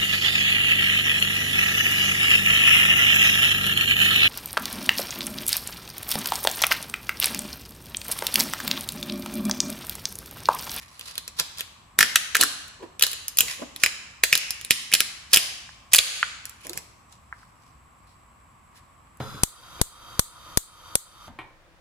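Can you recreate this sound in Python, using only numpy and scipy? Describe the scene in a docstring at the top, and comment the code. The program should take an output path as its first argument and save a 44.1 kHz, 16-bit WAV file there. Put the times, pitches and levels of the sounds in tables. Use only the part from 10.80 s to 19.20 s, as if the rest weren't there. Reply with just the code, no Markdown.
"""A lobster's shell is broken by hand over a cloth-covered board, in a humming, hard-walled kitchen.
First come faint ticks and the crackle of shell peeling from meat. From about 1 s come runs of loud snaps:
each is a tiny burst of noise that makes the freed plate of shell ring. Now and then the tail bumps the board.
Just after 5 s the loudest snaps overload the nearby microphone, and a loose piece lands with a clack.
Soft peeling and a few small falling pieces end the scene."""
import sys
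import numpy as np
from scipy import signal
from scipy.fft import rfft, irfft, next_fast_len
from scipy.io import wavfile
from scipy.ndimage import uniform_filter1d, map_coordinates

SR = 44100
rng = np.random.default_rng(int(sys.argv[2]) if len(sys.argv) > 2 else 0)


def store_wav(level_fs):
    """Save 16-bit WAV to argv[1]."""
    pcm = np.round(np.clip(np.atleast_2d(level_fs), -1, 1) * 32767)
    wavfile.write(sys.argv[1], SR, pcm.T.astype(np.int16))


N = 370440
TIME = np.arange(N) / SR


def from_db(db):
    """Turn decibels into a number to multiply by."""
    return 10 ** (np.asarray(db) / 20)


def rms_one(x):
    """Scale a sound so that its average level (rms) is 1."""
    return x / np.sqrt(np.mean(x ** 2) + 1e-20)


def energy_one(x):
    """Scale a sound so that its energy is 1 per channel, on average."""
    return rms_one(x) / np.sqrt(x.shape[-1])


def at_hz(points, hz, column=1):
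    """Look up a table at any frequency, sliding smoothly between its rows."""
    points = np.array(points)
    return np.interp(np.log(hz), np.log(points[:, 0]), points[:, column])


def band(x, low_hz, high_hz, order=2):
    """Keep what lies between two frequencies."""
    sections = signal.butter(order, [low_hz, min(high_hz, .47 * SR)], "band", fs=SR, output="sos")
    return signal.sosfilt(sections, x + 1e-18)


def ring(x, hz, fade_s):
    """Make a sound ring at one pitch; the ring falls by 60 dB in fade_s."""
    kept = from_db(-60 / (fade_s * SR))
    return signal.lfilter([1, 0, -1], [1, -2 * kept * np.cos(2 * np.pi * hz / SR), kept * kept], x + 1e-18)


def coloured(x, points, peaks=()):
    """Turn frequencies up or down along a curve, with optional narrow peaks on top."""
    hz = np.fft.rfftfreq(N, 1 / SR) + 1
    peaks_db = sum(lift_db / (1 + ((hz - centre) / width) ** 2) for centre, width, lift_db in peaks)
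    return irfft(rfft(x) * from_db(at_hz(points, hz) + peaks_db), N)


def stereo_noise(size, alike):
    """Hiss whose left and right sides are unrelated (alike=0), the same (1) or in between."""
    mid, side = rng.standard_normal((2, size))
    return np.sqrt((1 + alike) / 2) * mid + np.sqrt((1 - alike) / 2) * side * np.array([[1], [-1]])


def add(out, start_s, sound):
    """Mix a sound in at a given time."""
    at = max(round(start_s * SR), 0)
    out[:, at:at + sound.shape[1]] += sound[:, :N - at]


def room_hum(level_db=-55):
    """A steady low rumble and the soft rush of a kitchen appliance."""
    # tone of the hum: frequency_hz, level_db
    colour = [(25, -15), (60, 7.5), (130, 0.5), (260, -6.5), (430, -16), (700, -10.5), (1600, -15),
              (2300, -14), (3600, -25), (7000, -31), (12000, -28.5), (16000, -34)]
    # where the appliance's rush rings: pitch_hz, width_hz, lift_db
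    peaks = [(1109, 180, 13.5), (7796, 450, 17)]
    # how alike left and right are: frequency_hz, likeness (0 to 1)
    likeness = [(60, 1), (300, 0.62), (1100, 0.15), (3000, 0.24), (8000, 0.28), (15000, .8)]
    alike = at_hz(likeness, np.fft.rfftfreq(N, 1 / SR) + 1)
    mid, side = rfft(rng.standard_normal((2, N)))
    noise = irfft(np.sqrt(1 + alike) * mid + np.sqrt(1 - alike) * side * np.array([[1], [-1]]), N)
    return from_db(level_db) * rms_one(coloured(noise, colour, peaks))


def shifting_echoes(x, echo, memory_s=.006, stretches=10):
    """Moving hands change the echo paths: each stretch of sound gets a reshuffled copy of the echo."""
    size, out = N // stretches, np.zeros((2, N))
    paths = signal.hilbert(echo, next_fast_len(echo.shape[1]))
    step = 100  # samples between random nudges of the phase
    for at in range(0, N, size):
        nudges = rng.standard_normal(paths.shape[1] // step + 2) * np.sqrt(step / (memory_s * SR))
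        phase = np.interp(np.arange(paths.shape[1]) / step, np.arange(len(nudges)), np.cumsum(nudges))
        reshuffled = (paths * np.exp(1j * phase)).real
        add(out, at / SR, signal.fftconvolve(x[:, at:at + size], reshuffled, axes=1))
    return out


def kitchen_echo(x, early_db=-7.5, early_s=0.011, build_s=0.0022):
    """The worktop and the cook's body bounce the sound back at once; the walls add a long wash."""
    # echo of the walls: frequency_hz, level_db, fade_s
    walls = [(150, -13, 0.82), (400, -10, 0.93), (993.6, -5, 0.81), (2005, -7, 1.035), (4000, -6, 0.75),
             (6580, -11, 0.82), (10500, -12.5, 0.45), (13500, -20, 0.51), (15940, -23.5, 0.37)]
    t = np.arange(int(1.3 * SR)) / SR
    early = band(stereo_noise(len(t), 0.64), 250, 6700, order=1) * np.exp(-t / early_s) * (t > .0012)
    late, edges_hz = 0, np.geomspace(25, 17000, 25)
    for low, high in zip(edges_hz, edges_hz[1:]):
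        hz = np.sqrt(low * high)
        fade = energy_one(from_db(-60 * t / at_hz(walls, hz, column=2)) * (1 - np.exp(-t / build_s)))
        noise = stereo_noise(len(t), alike=1 / (1 + (hz / 450) ** 2))
        late = late + band(noise, low, high) * fade * from_db(at_hz(walls, hz))
    return shifting_echoes(x, from_db(early_db) * energy_one(early) + late)


def tail_bumps(scuff_db=-8):
    """Soft, rubbing bumps make the tail and board ring low, with a dull scuff of the cloth."""
    # the tail meeting the board: start_s, level_db, pitch_hz, contact_s
    bumps = [(0.6, -50.5, 120, 0.011), (1.173, -42, 238, 0.055), (1.589, -36.5, 294, 0.03),
             (1.99, -51.5, 376, 0.05), (2.022, -44.5, 348, 0.016), (2.538, -58.5, 136, 0.084),
             (2.611, -47, 125, 0.04), (2.78, -47.5, 298, 0.038), (2.817, -39, 275.7, 0.0078),
             (5.845, -51, 270, 0.021), (5.89, -48, 367, 0.018), (5.94, -49.5, 124, 0.034)]
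    # tones of one bump: pitch_ratio, level_db, fade_s
    tones = [(1.001, 10, 0.044), (1.4, -3.5, 0.046), (1.803, -9.5, 0.048), (2.451, -8.5, 0.036),
             (3.301, -9, 0.045), (4.8, -16, .02)]
    out, t = np.zeros((2, N)), np.arange(SR // 3) / SR
    for start_s, level_db, pitch_hz, contact_s in bumps:
        push = stereo_noise(len(t), 0.6) * t * np.exp(-2 * t / contact_s)
        body = sum(from_db(db) * energy_one(ring(push, pitch_hz * ratio, fade_s))
                   for ratio, db, fade_s in tones)
        scuff = from_db(scuff_db) * energy_one(band(push, 190, 1100, order=4))
        add(out, start_s, from_db(level_db) * (energy_one(body) + scuff) * np.sqrt(SR * 0.045))
    return out


def falling_pieces(contact_s=0.00079):
    """Loose pieces of shell land with a dull, hollow clack."""
    # pieces landing: start_s, level_db, brightness_hz
    landings = [(4.891, -42, 1190), (5.4286, -11.5, 2206), (6.5261, -30.5, 1390), (6.63, -49.5, 1200),
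                (8.271, -59, 3030)]
    # tones of a loose piece: pitch_hz, level_db, fade_s
    tones = [(908, -33.5, 0.0043), (1428, 8.5, 0.0057), (1990, 5.5, 0.005), (3060, -3.5, 0.016),
             (4130, -2, 0.014)]
    out, t = np.zeros((2, N)), np.arange(SR // 10) / SR
    for start_s, level_db, brightness_hz in landings:
        tap = stereo_noise(len(t), 1.0) * t * np.exp(-2 * t / contact_s)
        clack = sum(from_db(db) * energy_one(ring(tap, hz, fade_s)) for hz, db, fade_s in tones)
        dulled = energy_one(band(clack, 760, 1.5 * brightness_hz, order=3))
        add(out, start_s, from_db(level_db) * dulled * np.sqrt(SR / 250))
    return out


def pull(clicks, peak_s, level_db, length_s, pitch_hz, build_share=0.46, swing_db=23, plate_db=-9.0):
    """One pull swells and dies away, its crackle tinted by the bending plate. Gives (start_s, sound)."""
    first = max(round((peak_s - 3 * build_share * length_s) * SR), 0)
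    last = round((peak_s + 3 * (1 - build_share) * length_s) * SR)
    from_peak = (TIME[first:last] - peak_s) / length_s
    below_peak_db = swing_db * np.maximum(-from_peak / build_share, from_peak / (1 - build_share))
    crackle = clicks[:, first:last]
    plate = from_db(plate_db) * rms_one(band(crackle, pitch_hz / 1.25, pitch_hz * 1.25))
    return TIME[first], from_db(level_db - below_peak_db) * (crackle + plate)


def peeling(clicks_per_s=1600, spread_db=5.0, click_s=0.0017):
    """Fibres let go one by one as shell peels from meat: tiny clicks of very uneven size."""
    # pulls on the shell: peak_s, level_db, length_s, pitch_hz
    pulls = [(-0.01, -51, 0.67, 2000), (0.285, -44, 0.34, 4320), (.597, -23.5, 0.044, 4795),
             (0.797, -36, 0.11, 3900), (1.614, -18, 0.065, 3830), (2.701, -33, 0.21, 2050),
             (3.023, -40, 0.13, 5600), (4.542, -12.5, 0.042, 5600), (5.124, -25, 0.014, 5500),
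             (5.16, -28, .05, 5500), (5.369, -40, 0.17, 3980), (5.846, -43.5, 0.097, 2420),
             (5.97, -46.5, 0.16, 7260), (6.325, -53.5, .1, 6500), (6.599, -61, 0.3, 5000),
             (6.857, -64, 0.26, 5360), (7.299, -68, 0.32, 4500), (7.965, -50, .07, 1800)]
    # tone of the crackle: frequency_hz, level_db
    colour = [(200, -17), (600, -4.5), (1500, 0.5), (4000, 5.5), (7000, 1), (11000, -1), (16000, -12.5)]
    sizes = from_db(spread_db * np.minimum(rng.exponential(1, N), 4))
    spikes = sizes * (rng.random(N) < clicks_per_s / SR)
    fades = signal.lfilter([1], [1, -np.exp(-1 / (click_s * SR))], spikes + 1e-18)
    clicks = rms_one(coloured(fades * stereo_noise(N, 0.29), colour))
    out = np.zeros((2, N))
    for row in pulls:
        add(out, *pull(clicks, *row))
    return out


def straining(length_s=0.013, swell_s=0.0016, level_db=-12.0):
    """Tiny cracks gather in the bent shell just before it gives way."""
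    t = np.arange(round(length_s * SR)) / SR
    clicks = stereo_noise(len(t), 0.74) * (rng.random(len(t)) < .05)
    return from_db(level_db) * rms_one(band(clicks, 2200, 10000)) * np.exp((t - length_s) / swell_s)


def break_burst(t, rise_s, decay_s):
    """The noise of a break, which swells and dies within a few milliseconds."""
    return stereo_noise(len(t), 0.82) * (1 - np.exp(-(t / rise_s) ** 2)) * np.exp(-t / decay_s)


def snap(pitch_hz, splinter_db, thud_db, rise_s=.00035, run_s=0.0011, splinter_s=0.0016):
    """A crack runs through the shell in about a millisecond. Gives (ringing plate, breaking noise)."""
    # tones of the freed plate: pitch_ratio, level_db, fade_cycles
    tones = [(.76, -6.5, 11), (1, -1, 13), (1.42, -14.5, 9.1)]
    t = np.arange(SR // 25) / SR
    burst = break_burst(t, rise_s, run_s)
    # the freed plate springs back and rings for a few cycles
    spring = energy_one(np.exp(-((t - 2 * rise_s) * 4 * pitch_hz) ** 2)) * rng.choice([-1, 1])
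    kick = spring + .5 * energy_one(burst)
    plate = 0
    for k, (ratio, db, cycles) in enumerate(tones):
        hz = pitch_hz * ratio
        plate = plate + (-1) ** k * from_db(db) * energy_one(ring(kick, hz, cycles / hz))
    # the shell around it rattles, a little more on the left; splinters go on parting a little longer
    rattle = energy_one(band(break_burst(t, rise_s, run_s), 1500, 6500, order=3))
    shell = from_db([[-5.24], [-6.76]]) * rattle
    splinters = from_db(splinter_db) * energy_one(band(break_burst(t, rise_s, splinter_s), 5500, 14300))
    thud = from_db(thud_db) * energy_one(band(burst, 45, 800))
    return np.array([plate, shell + splinters + thud]) * np.sqrt(SR / 250)  # energy of 4 ms at rms 1


def breaking_shell(full_thud_db=-26, thud_follows=0.77):
    """The shell gives way in runs of snaps. Gives (ringing plates, breaking noise)."""
    # cracks in the shell: start_s, level_db, pitch_hz, splinter_db
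    cracks = [(0.194, -38.5, 3285, 0.5), (0.2107, -35.5, 3410, -7), (0.3546, -36, 4200, -6),
              (.379, -26.5, 4150, -0.5), (.478, -33, 4300, -1), (0.5891, -33, 4100, 1),
              (.598, -20.5, 4900, 1), (.7837, -37, 4920, 1.5), (0.8072, -26, 3450, -2),
              (1.1886, -7, 1957, 0), (1.2063, -9, 2020, -5), (1.2091, -9.5, 1810, -4),
              (1.2277, -9.5, 1823, -5.5), (1.3573, -12.5, 1660, 3.5), (1.3592, -9.5, 3305, -7.5),
              (1.5478, -19, 2410, -9), (1.5521, -13, 1758, -3.5), (1.567, -20.5, 2048, 1),
              (1.6111, -13, 3780, 6), (1.627, -16, 1820, -3), (1.6346, -15.5, 1460, 2),
              (1.8801, -47, 1593, 0.5), (2.1948, -30, 3230, 2.5), (2.2096, -25.5, 3340, -9),
              (2.2237, -10, 3250, 3), (2.236, -13, 4180, -3.5), (2.266, -25, 5300, 1.5),
              (2.3153, -40.5, 4690, 9.5), (2.331, -31.5, 3300, 3), (2.4814, -40, 3215, 17),
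              (2.5712, -36.5, 3044, 14.5), (2.586, -15.5, 3320, 6.5), (2.606, -14.5, 3153, 5),
              (2.9614, -32.5, 4316, -2.5), (3.0358, -7.5, 2300, -6), (3.061, -16, 2330, -7),
              (3.4362, -7.5, 2300, -0.5), (3.5276, -4, 2400, -9.5), (3.5344, -22, 3040, 2),
              (3.5527, -14.5, 3810, 0.5), (3.5758, -31, 4700, 11.5), (3.7062, -28.5, 5000, 6),
              (3.8119, -38.5, 3228, 3), (3.8477, -36.5, 3850, 7), (3.9073, -5, 2600, -2.5),
              (3.916, -19, 3750, -8), (4.117, -30, 2198, -3), (4.1259, -21, 2936, -10.5),
              (4.1368, -12, 3182, 0.5), (4.139, -10, 5088, 0.5), (4.15, -15.5, 3230, -2),
              (4.2042, -12, 3050, -3), (4.5325, -11.5, 5560, 3.5), (4.5365, -11.5, 3416, -4),
              (4.541, -9.5, 3352, 0), (4.5443, -9.5, 5425, -0.5), (4.5607, -14.5, 3190, 3.5),
              (4.571, -10, 3124, 0), (5.1334, -13.5, 3913, 7), (5.1377, -12, 2532, 4),
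              (5.1467, 0.5, 3150, 3), (5.148, -7.5, 5390, -3), (5.159, -6, 4850, 5),
              (5.165, -11, 4600, 8.5), (5.1829, -7, 2550, 1.5), (5.1865, -2.5, 3950, -6.5),
              (5.1883, 4, 4050, -13.5), (5.654, -38, 4370, 7), (5.695, -52.5, 5240, 15.5),
              (5.868, -40.5, 2247, 6), (5.895, -35, 4370, 3.5), (5.932, -34.5, 5440, -2),
              (5.9747, -33, 2120, 6), (8.371, -63, 1290, 7)]
    plates, breaking = np.zeros((2, 2, N))
    for start_s, level_db, pitch_hz, splinter_db in cracks:
        # in a weaker snap, the body's thud drops less than the rest
        thud_db = full_thud_db - (1 - thud_follows) * level_db
        strain = from_db(level_db) * straining()
        plate, noise = from_db(level_db) * snap(pitch_hz, splinter_db, thud_db)
        add(breaking, start_s - strain.shape[1] / SR, strain)
        add(breaking, start_s, noise)
        add(plates, start_s, plate)
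    return plates, breaking


def microphone(x, shared_above_hz=8660, delay_s=0.0002941):
    """Both sides take their top treble from the right; the left gets it late, which widens the sound."""
    # tone of the microphone: frequency_hz, level_db
    colour = [(3000, 0.5), (7000, 0.5), (10000, 1), (13500, 0.5), (15500, -5.5)]
    hz = np.fft.rfftfreq(N, 1 / SR) + 1
    left, right = rfft(x) * from_db(at_hz(colour, hz))
    share = 1 / (1 + (shared_above_hz / hz) ** 20)
    late_right = right * np.exp(-2j * np.pi * hz * delay_s)
    left = np.sqrt(1 - share) * left + np.sqrt(share) * late_right
    return irfft(np.array([left, right]), N)


def limiter(x, threshold_db=-6.0, recovery_db_per_s=39.0):
    """The volume dips on loud snaps and creeps back, which holds up the room's echo."""
    level_db = 10 * np.log10(uniform_filter1d(np.mean(x ** 2, axis=0), size=176).clip(1e-12))
    recovery_db = recovery_db_per_s * TIME
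    dip_db = np.maximum.accumulate(np.maximum(level_db - threshold_db, 0) + recovery_db) - recovery_db
    return x * from_db(-uniform_filter1d(dip_db, size=88))


def scene(right_db=1.0, plate_to_room_db=-7.0, piece_to_room_db=-8.5):
    """The hands work close to the microphone, with the kitchen's echo and hum around them."""
    # the hands are left of centre, so the left side hears them first: time_s, lead_ms
    hands = [(.9, 0.15), (1.1, .005), (1.8, .005), (2.1, 0.059), (5.3, .015), (5.6, .13)]
    plates, breaking = breaking_shell()
    pieces = falling_pieces()
    handling = breaking + tail_bumps() + peeling()
    left, right = (plates + pieces + handling) * from_db([[-right_db], [right_db]])
    lead_s = np.interp(TIME, *np.transpose(hands)) / 1000
    left = map_coordinates(left, [(TIME + lead_s) * SR], order=3)
    # the two faces of a small plate cancel at a distance, so it feeds the room weakly
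    echo = kitchen_echo(handling + from_db(plate_to_room_db) * plates + from_db(piece_to_room_db) * pieces)
    return np.array([left, right]) + echo + room_hum()


def record(dry, cutoff_hz=16000):
    """The microphone widens the sound, loud snaps dip and overload it, and the highest treble is cut."""
    x = limiter(microphone(dry))
    overloaded = x / (1 + x ** 6) ** (1 / 6)
    return signal.sosfilt(signal.ellip(10, .2, 70, cutoff_hz, fs=SR, output="sos"), overloaded)


dry = scene()
out = record(dry)
store_wav(out)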